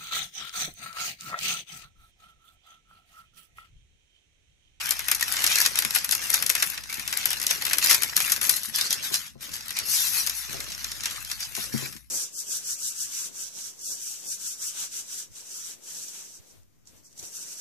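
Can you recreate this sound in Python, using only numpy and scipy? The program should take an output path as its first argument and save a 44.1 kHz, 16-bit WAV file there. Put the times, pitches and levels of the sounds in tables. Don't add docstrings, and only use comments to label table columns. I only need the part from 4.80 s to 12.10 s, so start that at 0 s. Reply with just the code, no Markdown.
import sys
import numpy as np
from scipy import signal
from scipy.fft import rfft, irfft, next_fast_len
from scipy.io import wavfile
from scipy.ndimage import uniform_filter1d, map_coordinates

SR = 44100
rng = np.random.default_rng(int(sys.argv[2]) if len(sys.argv) > 2 else 0)


def transcribe(signal):
    frames = np.atleast_2d(signal).T
    limited = np.clip(frames, -1, 1)
    pcm = np.round(limited * 32767).astype(np.int16)
    wavfile.write(sys.argv[1], SR, pcm)


N = 321930
TIME_S = np.arange(N) / SR
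PADDED = 2 * next_fast_len(N // 2 + 4096)
FREQ_HZ = np.maximum(np.arange(PADDED // 2 + 1) * SR / PADDED, 1)

# [t/s, length/s, level/dB, body/dB, crispness/dB]
PUSHES = [(0.108,0.031,-41,-13,-2), (0.282,0.039,-35,0,-10), (0.467,0.24,-34.5,-1,-3),
          (0.695,0.045,-25.5,-3.5,-3.5), (0.764,0.067,-25,-3.5,-4), (0.972,0.016,-29,-4,-4),
          (1.141,0.025,-25.5,-9,-6.5), (1.314,0.016,-28.5,-9,-4), (1.41,0.12,-36,-6,1),
          (1.53,0.027,-25,-3.5,-5.5), (1.692,0.009,-32,-17,-4), (1.744,0.073,-34,-1,-4),
          (1.836,0.04,-43.5,1,13), (2.091,0.11,-45,3.5,3), (2.29,0.18,-36,-1.5,-6), (2.482,0.032,-32,-4,-4),
          (2.697,0.0072,-22,-9,-6.5), (2.85,0.079,-42,3,-6), (3.017,0.12,-25,-4.5,-4),
          (3.094,0.037,-20.5,-5,-2), (3.22,0.057,-36.5,-1.5,-2), (3.362,0.18,-33,-1.5,2),
          (3.617,0.14,-29,-9,0), (3.834,0.027,-38,-24,5.5), (3.942,0.12,-28,-8.5,-9),
          (4.104,0.026,-26.5,-8,-8), (4.228,0.034,-30.5,-9,-2.5), (4.325,0.031,-26.5,-10.5,-5),
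          (4.61,0.04,-43,-7,2.5), (4.73,0.018,-34.5,-6,-4), (4.96,0.03,-33,-1.5,-14),
          (5.086,0.19,-25.5,-12,1), (5.326,0.077,-27.5,-7.5,3), (5.559,0.024,-35.5,-26,6),
          (5.705,0.017,-36.5,-8,-4), (6.23,0.14,-38,-2,-9), (6.498,0.0079,-34.5,-5,-3),
          (6.603,0.023,-32,-8,-13), (6.762,0.08,-33,-8.5,-2), (6.927,0.13,-36.5,-4,-3.5)]
PUSH_ATTACK_S, PUSH_RELEASE_S, PUSH_SAG_DB_PER_S = 0.014, 0.032, 5
SLIDE_SWELL_S, SLIDE_BELOW_SHARE = 0.13, 0.39
# [t/s, level/dB]
RUBBING = [(0, -35), (.24, -40), (.6, -36), (.92, -39), (1.03, -43), (1.08, -38), (1.22, -40.5),
           (1.95, -39.5), (2.03, -48.5), (2.14, -42.5), (2.9, -37), (3.9, -44), (4.46, -41), (4.57, -70),
           (4.62, -44), (5.3, -37.5), (5.9, -40), (7.09, -47.5), (7.17, -52), (7.21, -60.5), (7.3, -72)]
# [t/s, body/dB, crispness/dB]
RUB_TONE = [(0, 1, -3.5), (1.9, -0.5, -3), (3.7, -1.5, -3.5), (4.2, -2.5, -5.5), (5.2, -5, -6), (6, -3, -5),
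            (7.3, -4, 3.5)]
# [t/s, share/0-1]
CRINKLE_SHARE = [(0, 0.56), (1.9, 0.62), (3.7, 0.63), (4.1, 0.35), (4.5, 0.37), (4.9, 0.7), (5.1, 0.17),
                 (5.45, 0.06), (5.9, 0.57), (6.6, 0.27), (6.9, 0.27), (7.3, 0.48)]
# [t/s, level/dB, body/dB, brightness/dB, length scale/s]
SNAPS = [(0.057, -22, -10.0, 0, 0.0015), (0.0677, -30, 0, 5, 0.0021), (0.0912, -29, -1, 13, 0.0012),
         (0.1074, -14.5, -8, 3, 0.0022), (0.192, -25.5, 1, 4.5, 0.0021), (0.2833, -21.5, 1.5, 7, 0.002),
         (0.3139, -18.5, -0.5, 6, 0.0035), (0.3472, -23.5, -15, 3.5, 0.0047),
         (0.409, -21.5, -5, 0.5, 0.003), (0.426, -17, -14.5, -1, 0.0021), (0.5229, -28, -8, 10.5, 0.002),
         (0.5664, -21.5, -4, -6, 0.003), (0.6037, -27.5, 5.5, 6, 0.0017), (0.6198, -21, -5, -2, 0.0018),
         (0.6397, -18, -2.5, 2.5, 0.0042), (0.6639, -16.5, -17, -1, 0.0035),
         (0.6728, -17, -7.5, -4, 0.0026), (0.7558, -14, -7.5, 0.5, 0.0021), (0.8019, -16.5, -16, 1, 0.002),
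         (0.8137, -21.5, -15, 7.5, 0.0028), (0.8502, -20, -2, -8, 0.0039), (0.8594, -14, -8, -1.5, 0.0039),
         (0.9556, -20, -3, 1, 0.0019), (0.9879, -15, -6.5, 4.5, 0.002), (1.0218, -17.5, -1, -4, 0.0013),
         (1.0485, -19.5, -1, 3, 0.0022), (1.1065, -22, -6.5, 0, 0.002), (1.1485, -23, -3, 7.5, 0.0035),
         (1.1587, -20, 1, 4.5, 0.0032), (1.2442, -26.5, -5.5, 5, 0.0045), (1.2908, -23, -2, 4, 0.0019),
         (1.3103, -17, -13, 6, 0.0021), (1.3213, -21, -19, 6, 0.003), (1.324, -20, 0, -0.5, 0.0019),
         (1.3504, -19, -6, 5, 0.0015), (1.5017, -18.5, -4, 10, 0.0014), (1.5402, -17, -15, 3.5, 0.0041),
         (1.6241, -20.5, -2, 5, 0.0023), (1.6629, -20.5, -11, 5, 0.0022), (1.694, -18.5, -3, 1, 0.0019),
         (1.6985, -16.5, -6, 5.5, 0.003), (1.7512, -20, -1, 3, 0.0026), (1.8233, -19, 0, 3, 0.0033),
         (1.8274, -17, -1, 4, 0.0015), (1.8997, -30.5, -12, 7, 0.003), (1.9762, -25.5, -0.5, -17, 0.002),
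         (2.0356, -34.5, -6, -5.5, 0.0039), (2.0974, -27, -6.5, -12, 0.0016), (2.1264, -22, -5, -6, 0.0011),
         (2.1415, -25, -9, 4, 0.0018), (2.1953, -25, -1.5, 1.5, 0.0016), (2.2767, -24.5, -2, 1, 0.0023),
         (2.3256, -22, -3, -3, 0.0028), (2.3728, -22.5, -11, 9, 0.0016), (2.4558, -17, -2, 6, 0.0019),
         (2.5039, -23.5, -3, 5.5, 0.0032), (2.5301, -19, -3.5, 0, 0.0016), (2.5993, -25, -6, 1, 0.0017),
         (2.6278, -24.5, -8, 5.5, 0.0014), (2.6153, -22, -8, -1, 0.0019), (2.6367, -26, 1, 4, 0.0013),
         (2.666, -14, -16, 1.5, 0.0019), (2.7085, -15, -6.5, -1, 0.0025), (2.821, -25, -2, 0, 0.0026),
         (2.8508, -22.5, -3, 2, 0.0029), (2.9094, -28.5, 6, 0, 0.0026), (2.8656, -20, 1, 3, 0.0015),
         (2.8969, -25, -4, -1, 0.0026), (2.9319, -14, -4.5, -1, 0.0028), (2.983, -15.5, -6, 5.5, 0.0017),
         (3.0455, -19, -2, 8.0, 0.0012), (3.0595, -21, -4, 6, 0.0031), (3.0961, -19, -17, -1, 0.0079),
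         (3.1102, -11.5, -3, 6, 0.002), (3.1227, -25, 0, -8, 0.0028), (3.1441, -19, -11, 0, 0.0063),
         (3.2198, -24.5, -2, 4.5, 0.0046), (3.2326, -18, -6.5, 7, 0.0021), (3.3654, -9, -14.5, 4, 0.0014),
         (3.3751, -17, 1.5, 2, 0.0009), (3.4029, -19, 2, 6, 0.0011), (3.497, -23.5, -3.5, 0, 0.0033),
         (3.5186, -18, -12.5, 3.5, 0.0059), (3.5618, -20, -5, -5, 0.0012), (3.6124, -27, -0.5, 5, 0.0049),
         (3.6388, -32, 2.5, 9, 0.0056), (3.6934, -16, -7.5, 5.5, 0.0046), (3.7646, -27, -10, 3, 0.0056),
         (3.832, -30, -14, 7, 0.0022), (3.9589, -27.5, -17, 13, 0.0021), (3.9842, -28.5, 1, 4, 0.0048),
         (4.0101, -16, -12, -6, 0.0025), (4.1062, -17.5, -15, -3.5, 0.0022), (4.1271, -14, -49, -5, 0.0021),
         (4.2484, -25, -12, -4, 0.0018), (4.3412, -14.5, -7, -1.5, 0.0015),
         (4.7375, -28.5, -15, -3, 0.0029), (4.8571, -40, -3, 3, 0.0032), (4.8818, -32, -11, 12.5, 0.00092),
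         (4.9058, -25.5, -5.5, -2, 0.0022), (4.9668, -23.5, -11, -9, 0.0044),
         (4.9875, -18.5, -19, 0, 0.0018), (5.4641, -17, -15, 0, 0.0011), (5.4709, -20, -7, 2, 0.0028),
         (5.4958, -21, -9.5, -1, 0.0028), (5.8026, -25.5, -8, -4, 0.0028), (5.9185, -27, -17, -12, 0.002),
         (5.9237, -28, -5, -10, 0.0014), (6.0432, -21, -6, -9, 0.0019), (6.1166, -23.5, -10.5, -4, 0.0019),
         (6.2058, -27.5, -7, -14, 0.0021), (6.2345, -28.5, -4, -3, 0.0025),
         (6.2562, -18.5, -6.5, -2, 0.0023), (6.3087, -30.5, -5, 0, 0.0032),
         (6.4475, -30.5, -13, -1, 0.0023), (6.499, -27, -11, -6, 0.0015), (6.5143, -18.5, -9.5, -4, 0.0015),
         (6.604, -28, -8.5, 0.5, 0.0028), (6.6519, -32, -10, -2, 0.002), (6.7506, -20, -12, -1, 0.0014),
         (6.7653, -25, -5, 1, 0.0014), (6.9776, -26, -8, -8, 0.0019), (7.1243, -40.5, 0, 0, 0.0049),
         (7.1637, -35.5, -4, -13, 0.0017)]
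# [delay/s, level/dB]
ECHOES = [(0.0098, -13.5), (0.017, -21.5)]
# [low/Hz, high/Hz, 1/e ring after a snap/s, snap/dB, rustle/dB]
PAPER_RANGES = [(673, 3850, 0.0085, -0.5, -0.26), (3370, 8760, 0.0037, -0.83, 0.02),
                (8020, 12440, 0.0009, -0.4, 0.8)]
# [f/Hz, level/dB]
LEFT_COLOUR = [(380, -15), (600, -7), (1000, -6), (1600, 1.5), (2000, 1.5), (2600, 0.5), (3500, -2.5),
               (5700, -1.5), (8200, -5), (9800, -2), (11600, 5.5), (13000, 2), (15000, -7.5)]
RIGHT_COLOUR = [(380, -24), (600, -21), (900, -9), (1400, -7.5), (2000, -1), (3400, -3.5), (4400, -2.5),
                (5800, 1.5), (7000, -6), (8200, -12.5), (10000, -27), (15000, -28)]
# [t/s, f/Hz, level/dB]
POPS = [(0.4264, 1875, -11), (0.804, 1710, -16.5), (1.5403, 1560, -18), (3.096, 2040, -14),
        (3.109, 1450, -18), (3.444, 2740, -18), (6.381, 1230, -28.5)]
# [t/s, level/dB]
FLUTTER = [(0.05, -60.5), (0.22, -66), (0.34, -63.5), (0.55, -53.5), (0.82, -50), (1.25, -58.5), (1.6, -49),
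           (2.1, -67.5), (2.4, -55), (2.6, -54.5), (3.12, -46.5), (3.3, -55.5), (3.45, -55), (3.7, -48),
           (3.86, -69), (4.05, -49.5), (4.38, -59), (4.5, -78), (4.66, -55.5), (4.9, -64.5), (5.03, -52),
           (5.23, -63.5), (5.42, -53), (5.62, -79), (5.72, -49), (5.85, -51.5), (6.0, -62.5), (6.27, -57.5),
           (6.42, -59.5), (6.54, -75), (6.82, -56.5), (7.08, -48.5), (7.22, -89)]
# [f/Hz, level/dB]
FLAP_COLOUR = [(100, -33), (250, 1.5), (400, -0.5), (600, 1), (800, -15), (1300, -1.5), (4000, -58)]
# [t/s, thud/dB, wooden clack/dB]
KNOCKS = [(1.048, -33, -47), (2.175, -36, -60), (2.704, -56, -37.5), (3.362, -34, -46), (3.88, -39.5, -68),
          (4.31, -35.5, -43), (4.554, -39.5, -54.5), (4.684, -43, -71.5), (5.689, -42, -58),
          (5.742, -41, -41.5), (6.522, -47, -72), (6.776, -31, -39.5), (6.94, -20, -44), (7.022, -33, -40),
          (7.148, -40, -75.5)]
# [f/Hz, level/dB, t60/s]
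COUNTER_MODES = [(98, -8.5, 0.13), (134.6, -1, 0.25), (192, -2.5, 0.1), (228, 3.5, 0.11), (298, 2, 0.072),
                 (350.4, 0.5, 0.14), (500, -10.5, 0.091), (716, -25, .05)]
# [f/Hz, level/dB, t60/s]
PIN_MODES = [(386, -1.5, 0.1), (530, -1, 0.088), (682, -3, 0.096), (807, -2, 0.068), (1030, 0, .05)]
# [f/Hz, level/dB]
ROLLING_COLOUR = [(25, -12), (60, -9), (130, -1.5), (220, -5), (310, -14), (420, -52), (1500, -76)]
# [f/Hz, level/dB]
AIR_COLOUR = [(25, 5), (60, 41), (150, -11), (400, -26), (1500, -18), (6000, -27), (15000, -20)]
# [t/s, RMS level at the left/dB]
HUM = [(0, -50), (3.4, -55), (4.2, -95), (5, -68), (5.7, -46), (7.3, -54)]
# [f/Hz, coherence/0-1]
COHERENCE = [(60, 1), (150, 1), (300, 0.32), (500, 0), (780, 0.17), (1100, 0.52), (2100, 0.3), (2700, 0.5),
             (4200, 0.15), (5700, 0.42), (6800, 0.78), (8000, 0.28)]
# [f/Hz, lead/rad]
PORT_LEAD = [(60, 2), (600, 2.5), (1000, 2), (1700, 0), (2300, 1.3), (3100, -2.5), (3900, -3), (4400, -6),
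             (8000, -6.5)]
HUM_HZ, AIR_RMS_DB, CUTOFF_HZ = 59, -61, 15400


def from_db(db):
    return 10 ** (np.asarray(db) / 20)


def in_time(rows):
    t_s, *columns = np.transpose(rows)
    return [np.interp(TIME_S, t_s, column) for column in columns]


def over_hz(points):
    hz, value = np.transpose(points)
    return np.interp(np.log(FREQ_HZ), np.log(hz), value)


def clicks(times_s, sizes):
    out = np.zeros(N)
    at = np.clip(np.round(times_s * SR).astype(int), 0, N - 1)
    np.add.at(out, at, sizes)
    return out


def fade(power, decay_s):
    pole = np.exp(-2 / (decay_s * SR))
    return signal.lfilter([1 - pole], [1, -pole], power + 1e-18)


def ring(blows, hz, t60_s):
    radius, angle = from_db(-60 / (t60_s * SR)), 2 * np.pi * hz / SR
    poles = [1, -2 * radius * np.cos(angle), radius * radius]
    return signal.lfilter([.5, 0, -.5], poles, blows + 1e-18)


def stereo_noise(power, response):
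    mid, side = rfft(rng.standard_normal((2, N)) * np.sqrt(power), PADDED)
    coherence = np.clip(over_hz(COHERENCE), 0, .95)
    shared = np.sqrt((1 + coherence) / 2) * mid
    apart = np.sqrt((1 - coherence) / 2) * side
    pair = np.array([shared + apart, (shared - apart) * np.exp(-1j * over_hz(PORT_LEAD))])
    unit_response = response / np.sqrt(np.mean(response ** 2))
    return irfft(pair * unit_response, PADDED)[:, :N]


def at_ports(x, right_db):
    right = irfft(rfft(x, PADDED) * np.exp(-1j * over_hz(PORT_LEAD)), PADDED)[:N]
    return np.array([x, from_db(right_db) * right])


def crackles(per_s, spread_db, decay_s, rise_share=0.26):
    sizes = from_db(spread_db * np.minimum(rng.exponential(1, N), 4)) ** 2
    slips = sizes * (rng.random(N) < per_s / SR)
    power = fade(fade(slips, rise_share * decay_s), decay_s)
    return power / (uniform_filter1d(power, size=2600) + 1e-9)


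def rustle_power():
    rub_db, = in_time(RUBBING)
    body_db, crisp_db = in_time(RUB_TONE)
    power = from_db([rub_db + body_db, rub_db, rub_db + crisp_db]) ** 2
    for start_s, length_s, level_db, body_db, crisp_db in PUSHES:
        t_s = TIME_S - start_s
        share = np.interp(start_s + length_s / 2, *np.transpose(CRINKLE_SHARE))
        sliding = max(0, 1 - share / SLIDE_BELOW_SHARE)
        attack = np.clip(t_s / (PUSH_ATTACK_S + sliding * SLIDE_SWELL_S) + .5, 0, 1)
        release = np.exp(-np.clip((t_s - length_s) / PUSH_RELEASE_S, 0, 20))
        sag = from_db(-PUSH_SAG_DB_PER_S * np.clip(t_s, 0, length_s))
        gains = from_db(level_db + np.array([[body_db], [0], [crisp_db]]))
        power = power + (gains * attack * release * sag) ** 2
    return power


def all_snaps(rustle, per_s=45, over_rustle_db=5.5, scatter_db=5.0, bright_db=3,
              colour_scatter_db=3.5, length_s=0.0022, count=400):
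    when, chance = rng.random((2, count))
    size, tint = np.clip(rng.standard_normal((2, count)), -2, 1)
    at = (when * N).astype(int)
    share = np.clip(in_time(CRINKLE_SHARE)[0][at], .01, 1)
    panels_db, facets_db, tips_db = 10 * np.log10(rustle[:, at])
    level_db = facets_db + 20 * np.log10(share) + over_rustle_db + scatter_db * size
    body_db = panels_db - facets_db
    colour_db = tips_db - facets_db + bright_db + colour_scatter_db * tint
    small = np.transpose([at / SR, level_db, body_db, colour_db, np.full(count, length_s)])
    kept = chance < share ** 2 * per_s * N / SR / count
    return np.vstack([SNAPS, small[kept]]).T


def snap_power(times_s, levels_db, lengths_s, ring_s, peak_db=2.5, shiver_s=0.0038):
    jolts, t_s = np.zeros(N + SR), TIME_S[:SR // 40]
    for time_s, db, length_s in zip(times_s, levels_db, lengths_s):
        shape = (1 - np.exp(-t_s / .0003)) * np.exp(-(t_s / (1.2 * length_s)) ** 2)
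        start = int(time_s * SR)
        jolts[start:start + len(t_s)] += (from_db(db + peak_db) * shape) ** 2
    flip = fade(jolts[:N], ring_s)
    echoes = sum(from_db(db) ** 2 * np.interp(TIME_S - delay_s, TIME_S, flip) for delay_s, db in ECHOES)
    return flip + fade(echoes, shiver_s)


def flexing(x, depth_db=5.0, width_hz=190, hold_s=.03, full_hz=3000, size=512):
    hz, t_s, frames = signal.stft(x, SR, nperseg=size)
    wander = rng.standard_normal((128, 512))
    place = np.meshgrid(hz / width_hz, t_s / hold_s, indexing="ij")
    depths_db = depth_db * np.minimum(hz / full_hz, 1)[:, None]
    tint_db = depths_db * map_coordinates(wander, place, order=3, mode="mirror")
    gain = from_db(signal.hilbert(tint_db, axis=0).conj())
    gain = gain / np.sqrt(np.mean(abs(gain) ** 2, axis=1, keepdims=True))
    return signal.istft(frames * gain, SR, nperseg=size)[1][:, :N]


def paper(rustle, snap_times_s, snap_levels_db, lengths_s):
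    share = np.clip(in_time(CRINKLE_SHARE)[0], 0, 1)
    common = crackles(per_s=380, spread_db=4.2, decay_s=0.0026, rise_share=0.3)
    colour = from_db([over_hz(LEFT_COLOUR), over_hz(RIGHT_COLOUR)])
    rubbing = cracks = 0
    for row, rubbed, levels_db in zip(PAPER_RANGES, rustle, snap_levels_db):
        low_hz, high_hz, ring_s, snap_db, rub_db = row
        own = crackles(per_s=890, spread_db=12.5, decay_s=0.0014)
        grain = 1 - share + share * (2 * common + own) / 3
        snapping = snap_power(snap_times_s, levels_db + snap_db, lengths_s, ring_s)
        power = from_db(rub_db) ** 2 * rubbed * grain + snapping
        band = 1 / np.sqrt((1 + (low_hz / FREQ_HZ) ** 12) * (1 + (FREQ_HZ / high_hz) ** 12))
        sound = stereo_noise(power, colour * band)
        crack = sound * snapping / power
        rubbing = rubbing + sound - crack
        cracks = cracks + crack
    return flexing(rubbing) + cracks


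def flaps(flutter_db, snap_times_s, panel_snaps_db, lengths_s,
          level_db=-0.5, snap_db=-19, right_db=-9, decay_s=0.02):
    grain = crackles(per_s=340, spread_db=3.0, decay_s=0.0036)
    flutter = from_db(flutter_db + level_db) ** 2 * grain
    jolts = snap_power(snap_times_s, panel_snaps_db + snap_db, lengths_s, decay_s)
    response = from_db(over_hz(FLAP_COLOUR)) * from_db([[0], [right_db]])
    return stereo_noise(flutter + jolts, response)


def pops(t60_s=0.026, right_db=-6):
    out = sum(ring(clicks(np.array([time_s]), from_db(level_db)), hz, t60_s)
              for time_s, hz, level_db in POPS)
    return at_ports(out, right_db)


def knocks(level_db=-4, right_db=-9.0, scatter_db=3.0, contact_s=0.00055):
    times_s, thud_db, _ = np.transpose(KNOCKS)
    scatter = scatter_db * rng.standard_normal((len(times_s), len(COUNTER_MODES)))
    out = 0
    for k, (hz, mode_db, t60_s) in enumerate(COUNTER_MODES):
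        blows = clicks(times_s, from_db(thud_db + mode_db + scatter[:, k] + level_db))
        cushioned = fade(fade(blows, contact_s), contact_s)
        out = out + (-1) ** k * ring(cushioned, hz, t60_s)
    return at_ports(out, right_db)


def clacks(level_db=2.5, right_db=-8, scatter_db=3):
    times_s, _, clack_db = np.transpose(KNOCKS)
    scatter = scatter_db * rng.standard_normal((len(times_s), len(PIN_MODES)))
    out = 0
    for k, (hz, mode_db, t60_s) in enumerate(PIN_MODES):
        blows = clicks(times_s, from_db(clack_db + mode_db + scatter[:, k] + level_db))
        out = out + (-1) ** k * ring(blows, hz, t60_s)
    return at_ports(out, right_db)


def rolling(flutter_db, level_db=-52, follows=0.32, right_db=-4):
    travel_db = follows * (flutter_db - flutter_db.mean())
    bumps = crackles(per_s=100, spread_db=22.0, decay_s=0.045)
    power = from_db(level_db + travel_db) ** 2 * bumps
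    return stereo_noise(power, from_db(over_hz(ROLLING_COLOUR)) * from_db([[0], [right_db]]))


def kitchen(x, t60_s=0.074, wet_db=-12, first_s=0.0063):
    t_s = TIME_S[:SR // 2]
    decay = np.exp(-np.log(1000) * t_s / t60_s) * (t_s > first_s)
    tail = rng.standard_normal((2, len(t_s))) * decay
    tail = tail / np.sqrt(np.sum(tail ** 2, axis=1, keepdims=True))
    return x + from_db(wet_db) * signal.fftconvolve(x, tail, axes=1)[:, :N]


def background(right_db=-4.5):
    hum_db, = in_time(HUM)
    hum = np.sqrt(2) * from_db(hum_db) * np.sin(2 * np.pi * HUM_HZ * TIME_S)
    air = stereo_noise(from_db(AIR_RMS_DB) ** 2, from_db(over_hz(AIR_COLOUR)))
    return air + np.array([hum, -from_db(right_db) * hum])


def scene():
    rustle = rustle_power()
    flutter_db, = in_time(FLUTTER)
    times_s, level_db, body_db, bright_db, lengths_s = all_snaps(rustle)
    snap_levels_db = [level_db + body_db, level_db, level_db + bright_db]
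    sheet = paper(rustle, times_s, snap_levels_db, lengths_s)
    sheet = sheet + flaps(flutter_db, times_s, level_db + body_db, lengths_s)
    close = sheet + pops() + knocks() + clacks()
    return kitchen(close) + rolling(flutter_db) + background()


def record(dry):
    rounded = dry / (1 + (dry / .9) ** 4) ** .25
    low_pass = signal.ellip(10, .2, 75, CUTOFF_HZ, fs=SR, output="sos")
    return signal.sosfilt(low_pass, rounded)


dry = scene()
out = record(dry)
transcribe(out)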